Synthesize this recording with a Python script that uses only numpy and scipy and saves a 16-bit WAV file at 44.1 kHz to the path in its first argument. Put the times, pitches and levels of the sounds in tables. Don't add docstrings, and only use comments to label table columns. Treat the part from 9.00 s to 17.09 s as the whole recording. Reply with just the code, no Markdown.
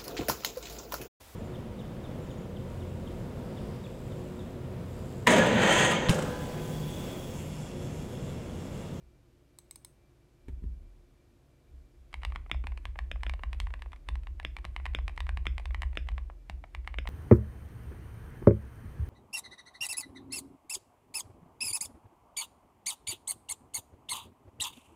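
import sys
import numpy as np
from scipy import signal
from scipy.fft import rfft, irfft, next_fast_len
from scipy.io import wavfile
from scipy.ndimage import uniform_filter1d

SR = 44100
rng = np.random.default_rng(int(sys.argv[2]) if len(sys.argv) > 2 else 0)


def waveform_to_disk(signal):
    frames = np.transpose(np.atleast_2d(signal))
    scaled = np.clip(frames, -1, 1) * 32767
    samples = np.round(scaled).astype(np.int16)
    wavfile.write(sys.argv[1], SR, samples)


N = 356769
TAPS = 4096
HZ = np.fft.rfftfreq(TAPS, 1 / SR)


def amp(db):
    return 10 ** (np.asarray(db) / 20)


def evened(x):
    return x / np.sqrt(np.mean(x ** 2) + 1e-20)


def read(points, hz):
    f, value = np.transpose(points)
    return np.interp(np.log(hz + 1), np.log(f + 1), value)


def add(mix, s, sound):
    part = mix[max(round(s * SR), 0):][:len(sound)]
    part += sound[:len(part)]


def lowpass(x, hz, order):
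    sections = signal.butter(order, min(hz, SR / 2 - 1), fs=SR, output="sos")
    return signal.sosfilt(sections, x)


def highpass(x, hz, order):
    return signal.sosfilt(signal.butter(order, hz, "highpass", fs=SR, output="sos"), x)


def bell(hz, width_hz):
    return 1 / (1 + (2 * (HZ - hz) / width_hz) ** 2)


def treble():
    return 1 / (1 + (3200 / (HZ + 1)) ** 4)


def click(colour_db):
    both_sides_db = np.r_[colour_db, colour_db[-2:0:-1]]
    log_gain = np.log(amp(both_sides_db))
    spectrum = np.exp(np.conj(signal.hilbert(log_gain)))
    return irfft(spectrum[:len(HZ)])


def ring(modes, detune=0.):
    t = np.arange(SR // 2) / SR
    out = np.zeros(len(t))
    for hz, db, t60 in modes:
        mode_hz = hz * (1 + detune * rng.standard_normal())
        out += amp(db - 60 * t / t60) * np.sin(2 * np.pi * mode_hz * t)
    return out


def scatter(level_db, t60, delay):
    t = np.arange(TAPS // 2) / SR
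    path = amp(-60 * t / t60) * rng.standard_normal(len(t))
    path *= t > delay
    path *= amp(level_db) / (np.linalg.norm(path) + 1e-12)
    path[0] = 1
    return path


def rattle(rows, bands):
    out = np.zeros(N)
    t = np.arange(TAPS) / SR
    for s, db, *_ in rows:
        for hz, width_hz, band_db, t60 in bands:
            noise = rfft(rng.standard_normal(TAPS))
            chatter = evened(irfft(noise * bell(hz, width_hz) ** 2))
            add(out, s, amp(db + band_db - 60 * t / t60) * chatter)
    return out


# (frequency [Hz], relative density [dB per Hz])
AIR_COLOUR = [(47, -45), (80, -4), (139, 3), (159, -10.5), (309, -7), (353, -8.5), (378, -13), (601, -14),
              (802, -20.5), (2130, -27.5), (2270, -27), (3030, -29), (8990, -36), (14000, -39.5),
              (16000, -51)]
# (frequency [Hz], level [dB])
WAVERING_TONES = [(137, -84), (288, -79.5), (350, -75), (2346, -89), (10999, -105), (11999, -105)]
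AIR_DB = -65.5


def air():
    size = next_fast_len(N, True)
    hz = np.fft.rfftfreq(size, 1 / SR)

    def noise(gain):
        return evened(irfft(rfft(rng.standard_normal(size)) * gain, size)[:N])

    out = amp(AIR_DB) * noise(amp(read(AIR_COLOUR, hz)))
    for tone_hz, db in WAVERING_TONES:
        out += amp(db) * noise(1 / (1 + ((hz - tone_hz) / 9) ** 2))
    return out


# (frequency [Hz], t60 [s])
ROOM_DECAY = [(150, 0.95), (1000, 0.29), (2500, 0.27), (6000, 0.19), (14000, 0.4)]


def tail():
    hz, t, bands = signal.stft(rng.standard_normal(SR // 2), SR, nperseg=256)
    bands = bands * amp(-60 * t / read(ROOM_DECAY, hz)[:, None])
    decay = signal.istft(bands, SR, nperseg=256)[1]
    decay *= np.clip(np.arange(len(decay)) / SR / 0.005, 0, 1)
    return decay / np.linalg.norm(decay)


def room(x, count=4):
    turn = 2 * np.pi * 1.3 * np.arange(N) / SR
    out = np.zeros(N)
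    for k in range(count):
        share = np.cos(turn + np.pi * k / count) * np.sqrt(2 / count)
        out += signal.fftconvolve(x * share, tail())[:N]
    return out


# (time [s], push [dB])
LEANS = [(0.0, -58), (2.71, -49), (2.96, -54.5)]
BAR_LAG_S = 0.014
THUMP_PUSH_DB = -38.5


def pushes():
    keys = [(s, push_db) for s, *_, push_db in KEYS]
    spaces = [(s + BAR_LAG_S, push_db) for s, *_, push_db in SPACES]
    thumped = [(s, db + THUMP_PUSH_DB) for s, db, _ in THUMPS]
    return keys + spaces + thumped + list(LEANS)


CREST_S = 0.046


def swell(gain_db, rise, t60, rest_db):
    t = np.arange(N) / SR
    coarse = t[::100]
    start, db = np.transpose(pushes())[:, :, None]
    since = coarse - start - CREST_S
    growth = np.exp(-(since / rise) ** 2)
    decay = amp(-60 * (np.hypot(since, rise) - rise) / t60)
    shape = np.where(since < 0, growth, decay)
    energy = ((amp(db + gain_db) * shape) ** 2).sum(0) + amp(rest_db) ** 2
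    return np.interp(t, coarse, np.sqrt(energy))


def swinging(modes, low_hz, top_hz):
    push = 0.0089 * rng.standard_normal(N)
    for s, db, *_ in list(KEYS) + list(SPACES) + list(THUMPS):
        add(push, s, np.atleast_1d(amp(db / 2)))
    motion = signal.fftconvolve(push, ring(modes))[:N]
    motion = highpass(lowpass(motion, top_hz, order=8), low_hz, order=4)
    envelope = abs(signal.hilbert(motion, next_fast_len(N))[:N])
    power = uniform_filter1d(envelope ** 2, size=2200)
    return motion / np.sqrt(abs(power) + 1e-12)


# (frequency [Hz], level [dB], t60 [s])
SWAY_MODES = [(39, -13.5, 0.81), (41.93, 3, 0.56)]
# (frequency [Hz], level [dB], t60 [s])
BOUNCE_MODES = [(58.7, -3.5, 1), (63.2, 8.5, 0.81), (67.2, 2.5, 0.75)]


def desk():
    sway = swinging(SWAY_MODES, low_hz=33.6, top_hz=46.4)
    sway *= swell(gain_db=-3.5, rise=0.074, t60=1, rest_db=-68)
    bounce = swinging(BOUNCE_MODES, low_hz=49.2, top_hz=70.9)
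    bounce *= swell(gain_db=4, rise=0.04, t60=0.31, rest_db=-65)
    return sway + bounce


# (time [s], level [dB], hardness as a corner frequency [Hz])
THUMPS = [(1.484, -1.5, 513), (1.623, -7.5, 298), (1.64, 1.5, 260), (3.251, 0.5, 100), (3.359, -10, 200),
          (3.641, -7, 297), (3.855, -2.5, 111), (4.438, -8, 180), (4.602, -4.5, 124), (5.09, -5, 280),
          (5.649, -4, 203), (6.374, 0, 140), (7.105, -6, 108), (7.497, -5.5, 200), (8.071, -15, 108)]
# (frequency [Hz], level [dB], t60 [s])
DESK_MODES = [(93.6, -40.5, 0.28), (169, -39.5, 0.067), (210, -46.5, 0.064), (258, -42.5, 0.051),
              (305, -46.5, 0.078), (376, -44, 0.047), (897, -43.5, 0.052), (1430, -63, 0.031)]
# (time [s], level [dB])
KNOCK_EDGES = [(1.4831, -0.5), (1.636, -13.5)]
# (frequency [Hz], level [dB])
EDGE_COLOUR = [(100, -26), (400, -18), (800, -30), (2000, -26), (3600, -33.5), (5000, -45), (9000, -43),
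               (15000, -53)]


def thumps():
    out = np.zeros(N)
    for s, db, corner_hz in THUMPS:
        blow = lowpass(ring(DESK_MODES, detune=0.073), corner_hz, order=2)
        add(out, s, amp(db) * blow)
    for s, db in KNOCK_EDGES:
        path = scatter(level_db=10.0, t60=0.061, delay=0.00042)
        edge = signal.fftconvolve(click(read(EDGE_COLOUR, HZ)), path)
        add(out, s, amp(db - 5.0) * edge)
    return out


# (time [s], level [dB])
TICKS = [(0.5873, -3), (0.7106, 0), (0.7584, -2), (0.848, 0)]
# (frequency [Hz], level [dB], t60 [s])
TICK_CLINK = [(990, -43, 0.0075), (2240, -56.5, 0.018), (3910, -61, 0.027), (4270, -51, 0.012),
              (5200, -48, 0.012), (7700, -61, .018), (8100, -53, 0.012), (8370, -36.5, 0.011),
              (9200, -57, 0.009), (10200, -48.5, 0.0087), (10700, -58, .01), (11800, -49, .008),
              (12600, -55, .01), (15400, -53, 0.007)]
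# (frequency [Hz], level [dB], t60 [s])
TICK_MODES = [(4120, -78, 0.22), (7850, -74, 0.21), (8300, -76, 0.17), (8330, -81, 0.25), (10600, -84, .2)]
# (frequency [Hz], width [Hz], level [dB], t60 [s])
TICK_RATTLE = [(3940, 1000, -57, 0.023), (6270, 760, -70, 0.18), (8100, 650, -69, 0.22),
               (10400, 500, -79, .15)]


def ticks():
    out = np.zeros(N)
    for s, db in TICKS:
        path = scatter(level_db=-2, t60=0.013, delay=0.00033)
        clink = signal.fftconvolve(ring(TICK_CLINK, detune=0.019), path)
        add(out, s, amp(db) * clink)
        add(out, s, amp(db) * ring(TICK_MODES, detune=0.0018))
    return highpass(out, 1420, order=2) + rattle(TICKS, TICK_RATTLE)


NUDGE_CHANCE, NUDGE_NEAR_S, NUDGE_FAR_S = .2, 0.0092, 0.032
NUDGE_DB, NUDGE_SNAP_DB, NUDGE_SPREAD_DB = -24.5, 7.5, 1.5


def nudges():
    rows = []
    for s, *_ in list(KEYS) + list(SPACES):
        chance, side, gap = rng.random(3)
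        level, snap = NUDGE_SPREAD_DB * rng.standard_normal(2)
        if chance < NUDGE_CHANCE:
            distance = NUDGE_NEAR_S + gap * (NUDGE_FAR_S - NUDGE_NEAR_S)
            offset = np.sign(side - .5) * distance
            rows.append((s + offset, NUDGE_DB + level, NUDGE_SNAP_DB + snap))
    return rows


# (time [s], level [dB], snap as treble lift [dB])
TOUCHES = [(3.1294, -17.5, 12), (3.3515, -18, 3), (3.4627, -17, -16), (3.498, -16, 3), (3.5454, -14, 0),
           (3.6403, -10.5, -4), (3.72, -15, -2), (3.7751, -14.5, 12), (3.9573, -12.5, -13),
           (4.159, -12.5, -13), (4.3939, -13.5, -6), (4.7053, -17, 3), (4.8603, -15.5, -13),
           (4.9196, -20.5, 10), (4.9317, -11.5, 3), (4.9612, -22.5, 9), (5.2343, -26, 14),
           (5.4297, -21, 11), (5.5864, -14.5, 6), (5.6447, -11.5, 1), (5.7995, -15, -6), (6.095, -15, 4),
           (6.1635, -34, 29), (6.598, -15.5, 11), (6.7077, -13.5, -1), (6.9308, -17, -3), (6.954, -17.5, 9),
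           (7.117, -21, 7), (7.2997, -12.5, -20), (7.6398, -10.5, -5.5), (8.0553, -12, -19)]
# (frequency [Hz], level [dB])
TOUCH_COLOUR = [(250, -14.5), (700, -0.5), (1100, -0.5), (1450, -8.5), (2200, -2.5), (4000, -22),
                (6500, -37), (9000, -33), (15500, -62)]


def touches():
    out = np.zeros(N)
    for s, db, snap_db in list(TOUCHES) + nudges():
        tick = click(read(TOUCH_COLOUR, HZ) + snap_db * treble())
        path = scatter(level_db=1.5, t60=0.017, delay=.0004)
        add(out, s, amp(db - 1.5) * signal.fftconvolve(tick, path))
    return highpass(out, 180, order=2)


# (frequency [Hz], level [dB])
SLIDE_COLOUR = [(200, -16), (800, 0), (2300, -1), (3500, -13), (5500, -23), (9000, -16), (15000, -29)]


def slides(rows, level_db, lead):
    out = np.zeros(N)
    t = np.arange(TAPS // 2) / SR
    for s, db, *_ in rows:
        noise = rng.standard_normal(len(t))
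        rub = signal.fftconvolve(noise, click(read(SLIDE_COLOUR, HZ)))[:len(t)]
        growth = np.exp(-t[::-1] / lead)
        add(out, s - t[-1], amp(db + level_db) * evened(rub) * growth)
    return out


def unevenness(size):
    ripple = rng.standard_normal(len(HZ))
    for _ in range(2):
        ripple = uniform_filter1d(ripple, size)
    return evened(ripple) * np.clip(HZ / 9000, .1, 1)


def clack(colour_db, rebound_s, share):
    first = click(colour_db + 2.35 * unevenness(size=36))
    dull = 1 / (1 + (HZ / 4000) ** 2)
    late = np.exp(-2j * np.pi * HZ * rebound_s)
    rebound = np.clip(share, 0, .9) * dull * late
    return -irfft(rfft(first, TAPS) * (1 + rebound))[:len(first)]


CAP_WIDTH_HZ = 295
BAR_HZ, BAR_LIFT_DB = 3180, 4.5
BAR_REBOUND_S, BAR_REBOUND_SHARE = 0.000787, 0.2
# (time [s], level [dB], snap as treble lift [dB], push on the desk [dB])
SPACES = [(3.5148, 7.5, -0.5, -32.5), (4.1152, 1, 0, -35.5), (4.2662, .5, -6.5, -37),
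          (5.4497, 4.5, -1, -42.5), (5.949, 6.5, 0, -36), (6.4682, 6.5, -1, -37), (6.973, 6.5, -2, -36),
          (7.9862, 4, -4, -50)]
# (frequency [Hz], level [dB])
BAR_COLOUR = [(80, -22), (250, -21.5), (400, -9), (650, -4), (850, -19), (1400, -7), (2400, -1),
              (3200, -7.5), (3600, -2), (4000, -28), (9000, -33), (10300, -47), (12000, -39.5),
              (15500, -54.5)]
# (frequency [Hz], level [dB], t60 [s])
BAR_MODES = [(127.4, -46.5, 0.26), (199, -46, 0.088), (298, -49, 0.1), (1640, -59, 0.13), (1990, -61, 0.18),
             (2230, -72.5, 0.275), (2450, -54, 0.13), (3580, -80, 0.06), (3500, -67, 0.0098)]
# (frequency [Hz], width [Hz], level [dB], t60 [s])
BAR_RATTLE = [(3420, 260, -65, 0.057), (5150, 720, -71, 0.19)]


def space_bar():
    out = np.zeros(N)
    for s, db, snap_db, _ in SPACES:
        resonance_db = BAR_LIFT_DB * bell(BAR_HZ, CAP_WIDTH_HZ)
        colour_db = read(BAR_COLOUR, HZ) + resonance_db + snap_db * treble()
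        blow = clack(colour_db, BAR_REBOUND_S, BAR_REBOUND_SHARE)
        path = scatter(level_db=-7.5, t60=0.0054, delay=0.00081)
        add(out, s, amp(db) * signal.fftconvolve(blow, path))
        add(out, s, amp(db - 3.5) * ring(BAR_MODES, detune=0.0074))
    return highpass(out, 95, order=2) + rattle(SPACES, BAR_RATTLE)


CAP_LIFT_DB = 6.5
KEY_REBOUND_S, KEY_REBOUND_SPREAD = 0.001037, 0.057
KEY_REBOUND_SHARE = 0.47
# (time [s], level [dB], cap resonance [Hz], snap as treble lift [dB], push on the desk [dB])
KEYS = [(3.1415, -1, 2320, 5.5, -41.0), (3.234, -3.0, 1460, 0, -42), (3.2502, 3, 3530, 7.5, -41),
        (3.3223, -8, 1150, -4, -62.0), (3.3598, 1.5, 1440, -1, -48.5), (3.6702, -1, 2350, 3.5, -36.5),
        (3.8545, 0.0, 3220, 5, -48), (3.9899, 1.5, 1760, 2.5, -36.0), (4.234, 1, 1690, 5, -35),
        (4.2964, 0, 2350, 6.5, -66), (4.3377, -5, 600, 2, -62.0), (4.4356, 1.5, 1520, -4.5, -35.5),
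        (4.531, -4.5, 2400, 7, -38), (4.6016, 0.0, 3200, 14, -35.5), (4.6704, -6.5, 1250, -5, -45),
        (4.7395, -2.5, 1640, 0.5, -47.5), (4.8218, -6.0, 1730, 6.0, -41), (5.0881, 1.5, 3600, 3.5, -33.5),
        (5.1557, -8.5, 1530, 3.5, -46), (5.271, -6.5, 3750, -4.5, -38.5), (5.3995, -3.5, 1680, 2, -44),
        (5.567, -3, 2300, 5.5, -42.5), (5.6516, -1.5, 600, 8, -48), (5.7637, 2, 2400, 0.5, -38.0),
        (5.8559, 0.5, 2350, 2.5, -62.0), (5.8639, 0.5, 1690, 0.0, -35), (5.988, -2.5, 600, -9, -35),
        (6.0805, 0.5, 2410, 5.5, -61), (6.1775, 0, 1850, 0.5, -37.0), (6.205, 0.5, 3680, 7, -37),
        (6.268, -8, 1350, 1, -62.0), (6.2921, 1.5, 1550, 0.5, -33.5), (6.3731, -0.5, 2500, 1, -42),
        (6.4558, -5, 660, 0, -34), (6.5812, -1.5, 2370, 6.5, -48), (6.6565, -3.0, 3530, 5, -32.5),
        (6.7463, 1.0, 1920, 1, -37.5), (6.8205, 1, 1740, 8, -33), (6.8327, -0.5, 1800, -5.5, -42),
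        (7.0881, -0.5, 3240, 1.5, -34.0), (7.1807, -1, 3500, -6.0, -39.5), (7.4979, -2.5, 604, 8, -42.5),
        (7.7493, -2, 2350, 2.5, -39), (7.8756, 2, 1710, 1.5, -42.5), (7.9422, -3.5, 2290, -6, -36.5),
        (8.0742, 0.5, 3480, 5, -31)]
# (frequency [Hz], level [dB])
KEYCAP_COLOUR = [(80, -24), (250, -25), (520, -10.5), (750, -7), (1100, -4.5), (1400, -9.5), (2200, -5.0),
                 (3000, -12.5), (4200, -21), (6500, -36), (9000, -33), (10500, -46), (12000, -42.5),
                 (15500, -61)]
# (frequency [Hz], level [dB], t60 [s])
CASE_MODES = [(168, -60, 0.11), (2410, -80.5, 0.52)]


def keystrokes():
    out = np.zeros(N)
    for s, db, cap_hz, snap_db, _ in KEYS:
        rebound_s = KEY_REBOUND_S * (1 + KEY_REBOUND_SPREAD * rng.standard_normal())
        resonance_db = CAP_LIFT_DB * bell(cap_hz, CAP_WIDTH_HZ)
        colour_db = read(KEYCAP_COLOUR, HZ) + resonance_db + snap_db * treble()
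        blow = clack(colour_db, rebound_s, KEY_REBOUND_SHARE)
        path = scatter(level_db=-9, t60=0.012, delay=0.00091)
        add(out, s, amp(db) * signal.fftconvolve(blow, path))
        add(out, s, amp(db + 4) * ring(CASE_MODES, detune=.0077))
    return highpass(out, 85, order=2)


def scene():
    background = air() + desk()
    knocks = thumps()
    metal = ticks()
    spaces = space_bar()
    keys = touches() + slides(KEYS, level_db=-68.0, lead=0.024) + keystrokes()
    to_room = amp(-14.0) * keys + amp(-15.5) * spaces + amp(-15) * metal + amp(-11) * knocks
    return (background + knocks + metal + spaces + keys + room(to_room))[None]


EDGE_HZ = 16000


def record(dry):
    band = signal.firwin(255, EDGE_HZ, window=("kaiser", 8), fs=SR)
    return signal.oaconvolve(dry, band[None], "same")


dry = scene()
out = record(dry)
waveform_to_disk(out)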